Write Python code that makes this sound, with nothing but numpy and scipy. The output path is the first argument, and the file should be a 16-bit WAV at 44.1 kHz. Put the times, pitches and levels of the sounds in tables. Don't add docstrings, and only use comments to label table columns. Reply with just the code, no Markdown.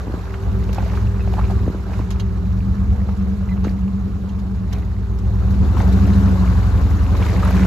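import sys
import numpy as np
from scipy import signal
from scipy.fft import rfft, irfft, next_fast_len
from scipy.io import wavfile
from scipy.ndimage import uniform_filter1d

SR = 44100
rng = np.random.default_rng(int(sys.argv[2]) if len(sys.argv) > 2 else 0)


def undo_db(level):
    steps = np.asarray(level, float) / 20
    return 10 ** steps


def output_pcm(signal):
    pcm = np.clip(np.atleast_2d(signal).T, -1, 1) * 32767
    wavfile.write(sys.argv[1], SR, np.round(pcm).astype(np.int16))


N = 337806
TIME = np.arange(N) / SR
HIT_TIME = np.arange(SR // 4) / SR


def evened(x):
    return x / np.sqrt(np.mean(x ** 2) + 1e-20)


def read(points, hz, axis=1):
    columns = np.transpose(points)
    return np.interp(np.log(hz + 1), np.log(columns[0] + 1), columns[axis])


def curve(rows):
    s, values = np.transpose(rows)
    return np.interp(TIME, s, values)


def wander(top_hz):
    t = np.arange(0, N + 64, 64) / SR
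    slow = sum(np.sin(2 * np.pi * (f * t + rng.random())) for f in np.geomspace(top_hz / 15, top_hz, 12))
    return np.interp(TIME, t, evened(slow))


def band(x, hz, width):
    b, a = signal.iirpeak(hz, hz / width, SR)
    return evened(signal.lfilter(b, a, signal.lfilter(b, a, x)))


def panned(x, pan_db):
    return np.array([x * undo_db(pan_db / 2), x * undo_db(-pan_db / 2)])


def add(mix, s, sound):
    part = mix[:, round(s * SR):][:, :sound.shape[1]]
    part += sound[:, :part.shape[1]]


def fade(t60, rise):
    return undo_db(-60 * HIT_TIME / np.maximum(t60, 0.01)) * (1 - np.exp(-HIT_TIME / rise))


def cut(x, s):
    return np.roll(x, -round(s * SR), 1)[:, :len(HIT_TIME)]


# (f/Hz, side level over mid/dB, share of side in step with mid [0-1, signed],
# share a quarter cycle ahead [0-1, signed])
STEREO_WIDTH = [(40, 5.5, .1, -1), (200, -7.5, .01, -0.16), (400, -7, 0.13, 1), (1000, -6, 0.024, 0.99),
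                (2000, 2.5, 0.046, 0.1), (3400, -3, -0.27, -.3), (5000, -1, -0.62, -.1),
                (6500, -5.5, -.2, .2), (8000, 7, 0.41, .6), (15000, 6.5, .1, .1)]


def noise(spectrum, size, patchy_db, flicker_db):
    hop, hz = size // 4, np.fft.rfftfreq(size, 1 / SR)
    z = rng.standard_normal((N // hop + 5, len(hz), 5)).T
    patches = uniform_filter1d(z[4], size=len(hz) // 40 + 1, axis=0)
    patches = evened(uniform_filter1d(patches, size=12, axis=1))
    flicker = evened(uniform_filter1d(rng.standard_normal(z.shape[2]), size=5))
    field = undo_db(read(spectrum, hz)[:, None] + patchy_db * patches + flicker_db * flicker)
    mid, free = (z[:2] + 1j * z[2:4]) * field
    link = (read(STEREO_WIDTH, hz, axis=2) + 1j * read(STEREO_WIDTH, hz, axis=3))[:, None]
    unlinked = np.sqrt(np.clip(1 - abs(link) ** 2, 0, 1))
    side = undo_db(read(STEREO_WIDTH, hz))[:, None] * (link * mid + unlinked * free)
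    mid, side = signal.istft(np.array([mid, side]), nperseg=size, noverlap=size - hop)[1][:, :N]
    return np.array([mid + side, mid - side]) / np.std(mid)


def steady(x):
    return x / np.sqrt(uniform_filter1d(x ** 2, size=SR // 3) + 1e-9)


# (t/s, level/dB)
EXHAUST_LEVEL = [(0, -22), (0.38, -24), (0.47, -17.5), (1.05, -16), (1.66, -14), (1.73, -23.5), (1.9, -18),
                 (2.9, -17), (3.7, -19), (5.01, -20.5), (5.76, -9.5), (6.76, -12), (7.66, -12)]
# (t/s, f/Hz of the engine cycle)
ENGINE_SPEED = [(0, 8.46), (0.65, 8.35), (1.1, 8.62), (1.3, 8.34), (1.6, 8.3), (1.9, 8.42), (2.38, 8.38),
                (2.7, 9.54), (2.98, 10.27), (3.55, 9.6), (4.4, 9.63), (4.95, 8.22), (5.42, 8.44),
                (6.0, 13.27), (6.09, 13.52), (6.8, 10.86), (7.0, 11.22), (7.22, 11.08), (7.5, 12.22),
                (7.66, 12.58)]
# (multiple of the engine cycle, level/dB)
FIRING_ORDERS = [(5, 1), (6, -6), (7, 2.5), (8, -7.5), (9, 0), (10, -5), (11, -4), (12, 1), (13, -3),
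                 (14, 0.5), (15, 5.5), (16, -7), (17, -4.5), (18, -8), (19, 0.5), (20, 2), (21, 1),
                 (22, -5), (23, -3.5), (24, -4.5), (25, 0), (28, -11), (29, -4.5)]
# (f/Hz, level/dB)
PIPE_COLOUR = [(30, -53.5), (45, -9), (60, -0.5), (85, -5), (105, -3), (125, -21.5), (160, -27),
               (230, -32.5), (275, -21), (320, -50), (450, -20)]
# (t/s, level/dB)
BOOM_LEVEL = [(0, -10), (2.4, -7.5), (2.9, -5.5), (4.4, -5), (5.5, -10.5), (6.1, -7), (6.9, -11.5),
              (7.66, -4.5)]
# (t/s, level/dB)
WHINE_LEVEL = [(0, -49), (.4, -36), (1.5, -34.5), (1.75, -42), (2.35, -35), (2.7, -50), (3.2, -42.5),
               (4.5, -51.5), (5.0, -40), (5.4, -42), (5.7, -51), (7.66, -79.5)]
BOOM_HZ, BOOM_WIDTH_HZ = 190.66, 28.3
WHINE_RATIO = 46.4


def engine():
    rate, level_db = curve(ENGINE_SPEED), curve(EXHAUST_LEVEL)
    cycles, pipe, boom = np.cumsum(rate) / SR, np.zeros(N), np.zeros(N)
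    for k, db in FIRING_ORDERS:
        burn_db = db + 1.9 * wander(top_hz=7)
        phase = 2 * np.pi * (k * cycles + rng.random()) + 0.25 * wander(top_hz=7)
        tone = undo_db(burn_db) * np.cos(phase)
        pipe += undo_db(read(PIPE_COLOUR, k * rate)) * tone
        boom += np.exp(-(2 * (k * rate - BOOM_HZ) / BOOM_WIDTH_HZ) ** 2) * tone
    tones = undo_db(level_db + 1.45 * wander(top_hz=5.4)) * steady(pipe)
    tones += undo_db(level_db + curve(BOOM_LEVEL)) * boom
    whine = np.cos(2 * np.pi * WHINE_RATIO * cycles + 0.4 * wander(top_hz=12))
    tones += undo_db(curve(WHINE_LEVEL) + 2.6 * wander(top_hz=9)) * whine
    lag = undo_db(-12.5) * signal.hilbert(tones, next_fast_len(N))[:N].imag
    return np.array([tones + lag, tones - lag])


# (f/Hz, level/dB per Hz)
RUMBLE_COLOUR = [(15, -43), (25, -3), (46, -9), (70, 0), (97, -16), (141, -3.5), (189, 2), (213, -6),
                 (243, -4.5), (430, -9.5), (600, -48), (780, -78), (1320, -120)]


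def rumble():
    return undo_db(curve(EXHAUST_LEVEL) - 17) * noise(RUMBLE_COLOUR, size=2048, patchy_db=1.5, flicker_db=-1.8)


# (t/s, level/dB, f/Hz at the start,
# cycles until 60 dB is lost [taken as 2-40], slap over the gulp level/dB)
AIR_POCKETS = [(0.341, -23, 1430, 5, -6), (0.694, -19.5, 477, 10.5, -19), (0.748, -46, 2350, 18, -20),
               (0.759, -20, 855, 7, -22), (0.783, -12, 820, 10, -29), (0.828, -25, 800, 16, -19),
               (0.862, -21.5, 597, 9, -25), (0.934, -21, 960, 8, -23), (0.974, -19, 1210, 10, -20),
               (1.275, -19, 670, 6, -18), (1.338, -18, 736, 4, -13), (1.369, -24, 900, 5, -30),
               (1.382, -18, 810, 18, -29), (1.389, -15.5, 870, 6, -27), (1.394, -19, 1070, 8, -28),
               (1.413, -25, 945, 5, -15), (1.44, -27, 1040, 14, -5), (1.5, -20.5, 700, 11, -25),
               (1.513, -22, 740, 17, -24), (1.897, -24.5, 610, 3, -20), (1.933, -25, 1000, 4, -7),
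               (1.991, -26, 950, 22, -23), (2.013, -29, 945, 12, -28), (2.11, -26, 940, 7, -18),
               (2.197, -30, 1120, 5, -9), (3.089, -16, 830, 3.2, -32), (3.577, -30, 1210, 16, -11),
               (3.642, -26, 870, 18, -24), (3.647, -24.5, 1260, 27, -26), (3.657, -32, 1450, 20, -25),
               (4.734, -29.5, 1050, 12, -13), (4.831, -36, 1930, 22, -23), (5.77, -16, 935, 9, -28),
               (5.806, -12.5, 860, 5, -34), (6.476, -22, 1280, 11, -10.5), (7.151, -20.5, 1000, 13, -14),
               (7.219, -22.5, 994, 24.5, -10.5), (7.225, -19.5, 2310, 22, -18),
               (7.431, -15, 1217, 30, -23.5), (7.453, -18, 1290, 19, -18), (7.478, -18.5, 1090, 12, -25),
               (7.505, -23, 1000, 14, -28), (7.56, -24, 1160, 10, -21), (7.595, -21, 1470, 10, -20)]


def gulps():
    out, white = np.zeros((2, N)), rng.standard_normal((2, N))
    for s, db, hz, turns, slap_db in AIR_POCKETS:
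        t60 = np.clip(turns, 2, 40) / hz
        pan_db = np.interp(s, *np.transpose(CHURN_PAN))
        puff_noise, slap_noise = cut(white, s)
        ring = undo_db(4) * np.sin(2 * np.pi * hz * (HIT_TIME + 3.0 * HIT_TIME ** 2)) * fade(t60, 0.0004)
        puff = undo_db(-11) * band(puff_noise, hz, 0.7 * hz) * fade(0.055, 0.0008)
        slap = undo_db(slap_db) * band(slap_noise, 2300, 1000) * fade(0.018, 0.0008)
        add(out, s, panned(undo_db(db) * (ring + puff + slap), pan_db))
    return out


# (t/s, level/dB before a common 10 dB cut, t60/s, panel ring over that level/dB)
SPRAY_HITS = [(0.639, -31, 0.032, -7), (0.7288, -21.5, 0.04, -25), (0.746, -21, 0.026, -27),
              (1.333, -26.5, 0.042, -15), (1.505, -32.5, 0.079, -12), (2.1045, -24, 0.093, -5),
              (2.196, -24.5, 0.062, 4.5), (3.6414, -32, 0.068, 6), (4.288, -39, 0.07, 4),
              (4.388, -34.5, 0.085, -11), (4.678, -36.5, 0.022, -15), (4.7273, -24.5, 0.06, -4.5),
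              (4.783, -33, 0.033, -12), (5.187, -32, .055, -17), (5.507, -33.5, 0.076, -13),
              (5.925, -27, .09, -10), (6.131, -34, 0.04, 10), (7.168, -25, 0.061, -12),
              (7.286, -32, 0.035, 10)]
# (f/Hz, level/dB, t60/s that sets the bandwidth)
PANEL_MODES = [(2900, -2, 0.08), (3150, -1, 0.06), (3540, -9, 0.05), (3950, 0, 0.08), (4200, -4, 0.06),
               (4800, -7, 0.08), (6340, -6, 0.044)]


def spray():
    out, white = np.zeros((2, N)), rng.standard_normal((2, N))
    hiss = noise(FIZZ_COLOUR, size=256, patchy_db=2.2, flicker_db=1.2)
    for s, db, t60, ring_db in SPRAY_HITS:
        ring = np.zeros(len(HIT_TIME))
        for hz, mode_db, decay in PANEL_MODES:
            spot_db = 2.2 * rng.standard_normal()
            ring += undo_db(mode_db + spot_db) * band(cut(white, s)[1], hz, 24 / decay)
        burst = cut(hiss, s) * (fade(t60, 0.0024) + fade(0.01, 0.00055))
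        ring = panned(undo_db(ring_db) * ring * fade(t60, 0.0058), -6.0)
        add(out, s, undo_db(db - 10) * (burst + ring))
    return out


# (t/s, level/dB, f/Hz to which the falling pitch is scaled)
CHASSIS_BUMPS = [(0.069, -22, 265), (0.079, -17, 232), (0.098, -19.5, 276), (0.107, -23, 252),
                 (0.139, -16, 270), (0.176, -22, 224), (1.665, -20, 230), (1.678, -10.5, 282),
                 (1.7, -16, 209), (1.746, -18.5, 324), (1.999, -17, 240), (3.651, -17.5, 300),
                 (3.669, -14, 281)]


def bumps():
    out, white = np.zeros((2, N)), rng.standard_normal((2, N))
    rise_s, drop = 0.003, 1.9
    u = HIT_TIME / rise_s
    for s, db, hz in CHASSIS_BUMPS:
        turns = hz * (0.49 * HIT_TIME + drop * rise_s * (1 - np.exp(-u)))
        thud = np.sin(2 * np.pi * turns) * u * np.exp(1 - u)
        rattle = undo_db(-19.5) * band(cut(white, s)[0], 1.17 * hz, 2.7 * hz) * fade(0.058, 0.0018)
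        add(out, s, panned(undo_db(db) * (thud + rattle), 0))
    return out


# (t/s, length/s, f/Hz at the start, level/dB)
SQUEAK_EVENTS = [(0.782, 0.01, 2600, -35), (1.068, 0.01, 2630, -35), (1.196, 0.03, 2600, -39),
                 (3.484, 0.02, 2050, -38), (3.485, 0.027, 2450, -45), (3.5, 0.042, 2050, -38)]


def squeaks():
    out, white = np.zeros((2, N)), rng.standard_normal((2, N))
    for s, length, hz, db in SQUEAK_EVENTS:
        u = HIT_TIME[HIT_TIME < length]
        phase = 2 * np.pi * hz * (u - 0.4 * u ** 2)
        grit = 0.4 * band(cut(white, s)[1], hz, 0.12 * hz)[:len(u)]
        squeak = np.sin(phase) + grit + undo_db(-15) * np.sin(2 * phase)
        add(out, s, panned(undo_db(db) * squeak * np.hanning(len(u)), -3.3))
    return out


def bubbles(per_s, low_hz, high_hz, turns, spread_db):
    out = np.zeros((2, N))
    for hz in np.geomspace(low_hz, high_hz, 16):
        u = np.arange(0, 3 * turns, hz / SR) / turns
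        grain = np.sin(2 * np.pi * turns * (u + 0.064 * u ** 2)) * u ** 0.051 * np.exp(-2.2 * u)
        born = rng.random(N) < per_s / 16 / SR
        size = undo_db(spread_db * np.minimum(rng.exponential(1, N), 5)) * born
        out += panned(signal.oaconvolve(size, grain)[:N], 4.5 * rng.standard_normal())
    return evened(out)


# (t/s, level/dB)
CHURN_LEVEL = [(0, -38), (1.58, -38), (2.22, -41), (3.07, -40), (3.8, -42.5), (5.12, -43), (5.44, -38),
               (5.97, -31), (7.06, -33), (7.66, -32.5)]
# (t/s, left over right level/dB)
CHURN_PAN = [(0, -3), (3.6, -4.5), (5.0, -2.5), (5.8, 4), (7.66, 0)]
# (middle t/s, length/s, level/dB before each layer scales it)
SURGES = [(0.878, 0.29, 2.5), (1.426, 0.33, 1.5), (1.97, 0.15, 2.5), (3.676, 0.091, 3.5), (4.76, 0.13, 2.5),
          (5.801, 0.076, 2), (7.254, 0.19, 2.5), (7.568, 0.47, 3.5)]
# (f/Hz, level/dB per Hz)
CHURN_COLOUR = [(250, -5.5), (400, 4.5), (600, -2), (1200, -3.5), (1600, -10), (2200, -27), (3000, -22.5),
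                (5000, -72)]
# (f/Hz, level/dB per Hz)
FIZZ_COLOUR = [(1500, 0.5), (2300, 3), (3100, -2), (3900, 5.5), (4800, 0), (7000, -1.5), (9000, -15),
               (12000, -5.5), (14000, -14.5), (16000, -37)]


def water():
    surge_db = sum(db * np.exp(-abs(2 * (TIME - s) / length) ** 3) for s, length, db in SURGES)
    level_db = curve(CHURN_LEVEL) + 0.67 * surge_db
    churn = noise(CHURN_COLOUR, size=512, patchy_db=2.0, flicker_db=1.0)
    large = bubbles(per_s=700, low_hz=560, high_hz=2500, turns=4.5, spread_db=3.8)
    churn += undo_db(2.4 * surge_db - 9) * large
    rustle = rng.standard_normal(N) + 0.54 * rng.standard_normal((2, N))
    churn += undo_db(2.4 * surge_db - 18.5) * band(rustle, hz=1880, width=1500)
    fizz = noise(FIZZ_COLOUR, size=256, patchy_db=1.83, flicker_db=1.0)
    small = bubbles(per_s=500, low_hz=2800, high_hz=13500, turns=7.6, spread_db=4.3)
    fizz += undo_db(2.1 * surge_db - 13) * small
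    fizz_db = -13 + 0.85 * surge_db
    return undo_db(level_db) * (panned(1, curve(CHURN_PAN)) * churn + undo_db(fizz_db) * fizz)


def scene():
    return engine() + rumble() + gulps() + spray() + bumps() + squeaks() + water()


def roll_off(x):
    return signal.sosfilt(signal.butter(12, 14340, fs=SR, output="sos"), x)


def record(dry):
    dry = 1.18 * np.tanh(dry / 1.454)
    size = next_fast_len(N)
    hz = np.fft.rfftfreq(size, 1 / SR)

    def without(x, low, high):
        gain = 1 - np.clip(np.minimum(hz - low, high - hz) / 400 + 1, 0, 1)
        return irfft(rfft(x, size) * gain, size)[:N]

    mid = without(dry[0] + dry[1], 8500, 9720) / 2
    side = without(dry[0] - dry[1], 10860, 13400) / 2
    return roll_off(np.array([mid + side, mid - side]))


dry = scene()
out = record(dry)
output_pcm(out)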